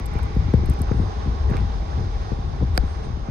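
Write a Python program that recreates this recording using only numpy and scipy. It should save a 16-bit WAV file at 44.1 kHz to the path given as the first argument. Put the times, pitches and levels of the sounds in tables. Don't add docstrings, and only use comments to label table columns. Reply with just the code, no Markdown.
import sys
import numpy as np
from scipy import signal
from scipy.fft import rfft, irfft, next_fast_len
from scipy.io import wavfile
from scipy.ndimage import uniform_filter1d

SR = 44100
rng = np.random.default_rng(int(sys.argv[2]) if len(sys.argv) > 2 else 0)


def invert_db(level):
    return 10 ** (np.asarray(level, dtype=float) / 20)


def output_pcm(signal):
    pcm = np.clip(np.atleast_2d(signal).T, -1, 1) * 32767
    wavfile.write(sys.argv[1], SR, np.round(pcm).astype(np.int16))


N = 145530
TIME_S = np.arange(N) / SR
SIDES = np.array([[1], [-1]])
SNAP_S = 2.7762


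def rms_one(x):
    return x / np.sqrt(np.mean(x ** 2) + 1e-20)


def at_hz(points, hz):
    point_hz, value = np.transpose(points)
    return np.interp(np.log(hz), np.log(point_hz), value)


def drift(rate_hz):
    r = np.exp(-80 * np.pi * rate_hz / SR)
    slow = signal.lfilter([1], [1, -2 * r, r * r], rng.standard_normal(N // 40 + 2002))[2000:]
    return np.interp(np.arange(N) / 40, np.arange(len(slow)), rms_one(slow))


def ring(clicks, hz, t60_s):
    r = invert_db(-60 / (t60_s * SR))
    w = 2 * np.pi * hz / SR
    return signal.lfilter([0, np.sin(w)], [1, -2 * r * np.cos(w), r * r], clicks + 1e-18)


def cut(x, hz, kind, order):
    return signal.sosfilt(signal.butter(order, hz, kind, fs=SR, output="sos"), x)


def strikes(start_s, size):
    out = np.zeros(N)
    np.add.at(out, np.clip((np.asarray(start_s) * SR).astype(int), 0, N - 1), size)
    return out


def later(x, lag_s):
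    return np.interp(np.arange(N) - lag_s * SR, np.arange(N), x)


def band(hz, level_db):
    return invert_db(level_db) * rms_one(cut(rng.standard_normal((2, N)), list(hz), "band", order=5))


def banded(spectrum, alike, patchy_db, rate_hz):
    hz = np.arange(N // 2 + 1) * SR / N + 1e-3
    low_hz, high_hz = spectrum[0][0], spectrum[-1][0]
    likeness = np.clip(at_hz(alike, hz), 0, .99)
    mid, side = rfft(rng.standard_normal((2, N))) * invert_db(at_hz(spectrum, hz))
    pair = np.sqrt(1 + likeness) * mid + np.sqrt(1 - likeness) * side * SIDES
    out, together = 0, drift(rate_hz / 4)
    place = np.clip(2 * np.log2(hz / low_hz), 0, None)
    for k in range(int(2 * np.log2(high_hz / low_hz)) + 2):
        share = np.clip(1 - np.abs(place - k), 0, 1)
        flicker = invert_db(patchy_db * (together + drift(rate_hz)))
        out = out + irfft(pair * share, N) * flicker
    return rms_one(out)


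# hz, density_db_per_hz
AIR_SPECTRUM = [(200, -49), (300, -12.5), (800, -4), (2200, -19), (2600, -22), (6500, -27), (7300, -60.5),
                (9500, -37.5), (9900, -89)]
# hz, likeness_0_to_1
AIR_ALIKE = [(250, .8), (600, .68), (1500, .6), (4000, .45), (9000, .5)]
# pitch_hz, width_hz, level_db
DRONE = [(384, 77, -54.5), (436, 13.6, -48.5), (802.5, 37, -48), (1092, 81, -51.5), (3715, 780, -55.5),
         (5020, 640, -57.5)]
AIR_DB, AIR_PATCHY_DB = -41, 1.1
WHIRR_HZ, WHIRR_DB, WHIRR_UNTIL_S, WHIRR_FADE_S = (1927, 2420), -52, 0.73, .1


def yard():
    out = AIR_DB_HISS = invert_db(AIR_DB) * banded(AIR_SPECTRUM, AIR_ALIKE, AIR_PATCHY_DB, rate_hz=20.6)
    for pitch_hz, width_hz, level_db in DRONE:
        t60_s = np.log(1000) / np.pi / width_hz
        mid, side = ring(rng.standard_normal((2, N)), pitch_hz, t60_s)
        out = out + invert_db(level_db + drift(4.5)) * rms_one(mid + 1.36 * side * SIDES)
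    hidden = 1 + np.exp((TIME_S - WHIRR_UNTIL_S) / WHIRR_FADE_S)
    return out + band(WHIRR_HZ, WHIRR_DB) / hidden


# peak_s, rise_s, fall_s, level_db
STEPS = [(.17, 0.14, .08, -46), (.55, .02, .08, -52), (2.16, .05, 0.05, -52), (2.772, 0.02, 0.006, -36),
         (2.88, 0.044, .05, -52), (.885, .03, .02, -48), (.915, 0.01, 0.03, -46), (1.0, .03, .05, -50),
         (1.5, .02, .03, -46), (1.535, .02, .02, -43), (1.565, .02, .025, -40)]
STONES_PER_S, STONE_LOW_HZ, STONE_HIGH_HZ, STONE_CYCLES = 1100, 800, 5200, 6.7
STONE_SPREAD_DB, STONE_TILT_DB_PER_OCTAVE = 2.5, -4


def gravel():
    press = 0
    for peak_s, rise_s, fall_s, level_db in STEPS:
        away = np.where(TIME_S < peak_s, (peak_s - TIME_S) / rise_s, (TIME_S - peak_s) / fall_s)
        press = press + invert_db(level_db) * np.exp(-away)
    sizes = invert_db(STONE_SPREAD_DB * np.minimum(rng.exponential(1, N), 5)) * rng.choice([-1, 1], N)
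    sizes *= rng.random(N) < STONES_PER_S / SR
    dealt = rng.integers(0, 16, N)
    pan = rng.uniform(.5, 1, (2, N))
    out = np.zeros((2, N))
    for k, hz in enumerate(np.geomspace(STONE_LOW_HZ, STONE_HIGH_HZ, 16)):
        tilt = invert_db(STONE_TILT_DB_PER_OCTAVE * np.log2(hz / 1000))
        out += tilt * ring(sizes * pan * (dealt == k), hz, STONE_CYCLES / hz)
    return rms_one(cut(out, 4100, "low", order=4)) * press


# start_s, peak_db, pitch_hz
KNOCKS = [(.132, -30, 1200), (.154, -34, 2300), (.1915, -21, 900), (.1915, -22, 1500), (.191, -27, 2200),
          (.536, -24, 1000), (.537, -28, 1700), (.538, -33, 4200), (.892, -27, 1100), (.883, -31, 1700),
          (.916, -26, 1300), (.917, -27, 1900), (.992, -29, 750), (1.524, -28, 1600), (1.539, -22, 1600),
          (1.498, -30, 1900), (1.51, -31, 2200), (1.552, -28, 1300), (1.555, -34, 3800), (1.56, -26, 1100),
          (1.575, -29, 2300), (1.563, -30, 2200), (1.568, -26, 2500), (1.569, -28, 4000),
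          (1.5685, -33, 6000), (1.59, -32, 2800), (1.598, -29, 1600), (1.606, -33, 4500),
          (2.879, -28, 1200)]
KNOCK_CYCLES = 9


def knocks():
    out = 0
    for start_s, peak_db, hz in KNOCKS:
        stone = ring(strikes([start_s], invert_db(peak_db)), hz, KNOCK_CYCLES / hz)
        out = out + cut(stone, [hz / 2, hz * 1.6], "band", order=2)
    return out * invert_db([[-1], [1]])


# pitch_hz, level_db, t60_s
CASE = [(8800, 4, 0.0025), (11400, 2, .003), (5640, -8, 0.0024)]
# center_s, length_s, level_db
BRUSHES = [
    (1.0, .07, -64),
    (1.5, .012, -71),
    (1.58, 0.034, -65),
    (2.17, .03, -74),
    (2.76, .015, -57),
    (2.9, 0.054, -63),
    (2.96, .03, -73),
    (3.05, 0.022, -63),
]


def brushes():
    swell = 0
    for center_s, length_s, level_db in BRUSHES:
        swell = swell + invert_db(level_db) * np.exp(-((TIME_S - center_s) / length_s) ** 2)
    main_hz, _, main_t60_s = CASE[0]
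    hiss = rms_one(ring(rng.standard_normal((2, N)), main_hz, main_t60_s))
    return cut(swell * hiss, [6500, 9300], "band", order=8)


# start_s, peak_db
TICKS = [(0.057, -40.5), (0.0626, -39.5), (0.136, -50.5), (0.187, -52), (0.2302, -47), (0.2343, -49.5),
         (0.2527, -59), (0.3518, -57), (0.5364, -53.5), (0.658, -45.5), (0.6613, -49.5), (0.6982, -37),
         (0.7163, -54), (0.7361, -52), (0.7902, -52), (0.7956, -55), (0.817, -34.5), (1.4914, -67),
         (1.501, -50), (1.5678, -50.5)]
# start_s, peak_db
DRAG = [
    (2.754, -57),
    (2.7565, -59),
    (2.7605, -55.5),
    (2.7645, -59),
    (2.768, -57),
    (2.7705, -54),
    (2.7722, -50),
    (2.7757, -27),
]
TICK_DB, TICK_DELAY_S, TICK_LAG_S, TICK_TOP_HZ = 7.5, 0.00088, .000245, 11900
DRAG_DULL_DB = -18


def ticks():
    start_s, peak_db = np.vstack([TICKS, DRAG]).T
    own_db = rng.normal(0, 1.2, (len(start_s), len(CASE)))
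    own_db[len(TICKS):, 2] += DRAG_DULL_DB
    out = 0
    for k, (hz, level_db, t60_s) in enumerate(CASE):
        taps = strikes(start_s + TICK_DELAY_S, invert_db(peak_db + TICK_DB + level_db + own_db[:, k]))
        out = out + ring(taps, hz, t60_s)
    out = cut(cut(out, 5200, "high", order=3), TICK_TOP_HZ, "low", order=5)
    return np.array([out, np.roll(out, int(np.round(TICK_LAG_S * SR)))])


# pitch_hz, left_db, right_db, t60_s
SNAP_MODES = [(62.7, 4.5, -0.5, 0.082), (507, -6.5, -3, 0.0058), (742, -8, -2.5, 0.038),
              (1547, -7.5, 6.5, 0.0067), (2350, -5, -9.5, 0.0062), (3120, -10.5, -30, 0.0055),
              (4120, -15, -1, 0.0036), (4680, -13, 1, 0.0064), (4980, -14.5, -3, 0.0035)]
# low_hz, high_hz
SNAP_GAPS = [(2600, 2950), (3350, 3750)]
SNAP_DB, SNAP_LAG_S, SNAP_TOP_HZ = -7, 0.00046, 5500


def snap():
    blow = np.array([strikes([SNAP_S], 1), strikes([SNAP_S + SNAP_LAG_S], 0.62)])
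    out = 0
    for hz, left_db, right_db, t60_s in SNAP_MODES:
        out = out + invert_db(SNAP_DB + np.array([[left_db], [right_db]])) * ring(blow, hz, t60_s)
    for gap_hz in SNAP_GAPS:
        out = cut(out, gap_hz, "bandstop", order=1)
    return cut(out, SNAP_TOP_HZ, "low", order=6)


# start_s, level_db
GUST = [(0.0, -27.5), (0.27, -25), (0.339, -26.5), (0.39, -16), (0.521, -30), (0.54, -19.5), (0.91, -26),
        (1.008, -18.5), (1.121, -30.5), (1.501, -20.5), (1.9, -29), (1.98, -22), (2.261, -29.5),
        (2.75, -23.5), (2.92, -30), (3.12, -27.5), (3.27, -33.5), (3.3, -40)]
# hz, density_db_per_hz
RUMBLE_SPECTRUM = [(12, -57.5), (20, -10), (39, -2.5), (59, 4.5), (113, -10), (296, -28), (353, -25.5),
                   (400, -32.5), (520, -36.5), (880, -120)]
RUMBLE_DB, RUMBLE_LUMPS_DB, RUMBLE_ALIKE, RUMBLE_EVEN_S = 2.5, 2.2, 0.96, 0.14


def rumble():
    alike = [(20, RUMBLE_ALIKE), (400, RUMBLE_ALIKE)]
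    noise = banded(RUMBLE_SPECTRUM, alike, RUMBLE_LUMPS_DB, rate_hz=7.8)
    power = uniform_filter1d((noise ** 2).mean(0), int(RUMBLE_EVEN_S * SR))
    gust_db = np.interp(TIME_S, *np.transpose(GUST))
    return noise / np.sqrt(power + 0.079) * invert_db(gust_db + RUMBLE_DB)


# start_s, peak_db, bass_weight_db
JOLTS = [(0.153, -29, 11), (0.229, -41, 2), (0.245, -35, 5.5), (0.364, -15, 3.5), (0.481, -24, 5.5),
         (0.538, -1.5, -3), (0.59, -22, 1), (0.634, -27.5, 7), (0.687, -28.5, 12), (0.701, -26.5, 10.5),
         (0.799, -19.5, -21), (0.806, -19, 4.5), (0.912, -8.5, -5), (0.941, -24, 8), (0.958, -30, -7),
         (0.997, -16.5, 4), (1.014, -25, -5), (1.032, -18.5, -26), (1.166, -30.5, 3), (1.258, -30.5, 11),
         (1.272, -30, 12.5), (1.288, -30, 8.5), (1.343, -39, 2), (1.494, -17, -5), (1.499, -18.5, -8),
         (1.511, -17.5, 3.5), (1.533, -16.5, -9), (1.546, -13.5, -9), (1.668, -44, -2), (1.973, -20, -8.5),
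         (1.988, -29, 5), (2.003, -24, 1), (2.074, -27, -5), (2.317, -14, -7), (2.326, -20.5, -3.5),
         (2.373, -29, -5), (2.386, -28, 5), (2.611, -18.5, 0), (2.622, -13, -19), (2.628, -25, 11),
         (2.645, -22.5, -2), (2.685, -30, 4.5), (2.779, -10, -13.5), (2.835, -25.5, 8), (3.068, -29.5, 4),
         (3.1, -28.5, 3), (3.17, -29.5, 5.5), (3.284, -23, 4)]
JOLT_DB, JOLT_LEAD_S, JOLT_SIDE_DB = 28, 0.0026, -1.5
JOLT_LOW_HZ, JOLT_KNEE_HZ, JOLT_TOP_HZ = 47, 168.5, 329
BOOM_HZ, BOOM_DB, BOOM_T60_S = (506, 513), -31.5, 0.023


def jolts():
    start_s, peak_db, bass_db = np.transpose(JOLTS)
    start_s, peak_db = start_s - JOLT_LEAD_S, peak_db + JOLT_DB
    own = rng.normal(0, 1, (len(start_s), 3))
    push = strikes(start_s, invert_db(peak_db))
    weight = cut(strikes(start_s, invert_db(peak_db + bass_db + 17.5)), JOLT_KNEE_HZ, "low", order=2)
    side = strikes(start_s + 0.0011, own[:, 0] * invert_db(peak_db + JOLT_SIDE_DB))
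    side = cut(side, 60, "high", order=1)
    blunt = cut(push + weight + side * SIDES, JOLT_TOP_HZ, "low", order=3)
    boom = []
    for k, hz in enumerate(BOOM_HZ):
        boom.append(ring(strikes(start_s, invert_db(peak_db + BOOM_DB + own[:, k + 1])), hz, BOOM_T60_S))
    return cut(blunt + cut(boom, 456, "low", order=6), JOLT_LOW_HZ, "high", order=4)


# time_s, level_db
OPEN = [(0, .4), (.6, -.4), (1.25, 1.6), (2.0, .2), (2.6, -.6), (3.3, -2.2)]
# hz, left_minus_right_db
FAR_LEFT = [(60, 3.5), (180, -40.5), (510, -6), (1490, -7), (4370, 3.5), (12800, -7)]
AIR_LAG_S, AIR_TOP_HZ, BASS_LEFT_DB = 0.000452, 9650, 3.5
WHISTLE_HZ, WHISTLE_DB = (11800, 12150), -91


def scene():
    far = yard() * invert_db(np.interp(TIME_S, *np.transpose(OPEN))) + gravel()
    hz = np.arange(N // 2 + 1) * SR / N + 1e-3
    balance = invert_db(at_hz(FAR_LEFT, hz) * SIDES / 2)
    far = irfft(rfft(far) * balance * (hz < AIR_TOP_HZ), N)
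    far[0] = later(far[0], AIR_LAG_S)
    whistle = band(WHISTLE_HZ, WHISTLE_DB + 2 * drift(3))
    near = knocks() + ticks() + snap() + brushes() + whistle
    shaking = (rumble() + jolts()) * invert_db(BASS_LEFT_DB * SIDES / 2)
    return far + near + shaking


def band_limit(x):
    return signal.sosfilt(signal.butter(12, 15900, fs=SR, output="sos"), x)


SMEAR_CYCLES, SMEAR_TURN = 1.15, 0.34
DUCK_DB, DUCK_S = -6, .007


def record(dry):
    size = next_fast_len(N + SR)
    hz = np.arange(size // 2 + 1) * SR / size + 10
    smear = np.exp(-2j * np.pi * (SMEAR_CYCLES * np.log(hz / 1000) + SMEAR_TURN))
    smeared = irfft(rfft(dry, size) * smear, size)[:, :N]
    since_s = TIME_S - SNAP_S - .0035
    dip = np.clip(since_s * 500, 0, 1) * np.exp(-np.abs(since_s) / DUCK_S)
    return band_limit(invert_db(DUCK_DB * dip) * smeared)


dry = scene()
out = record(dry)
output_pcm(out)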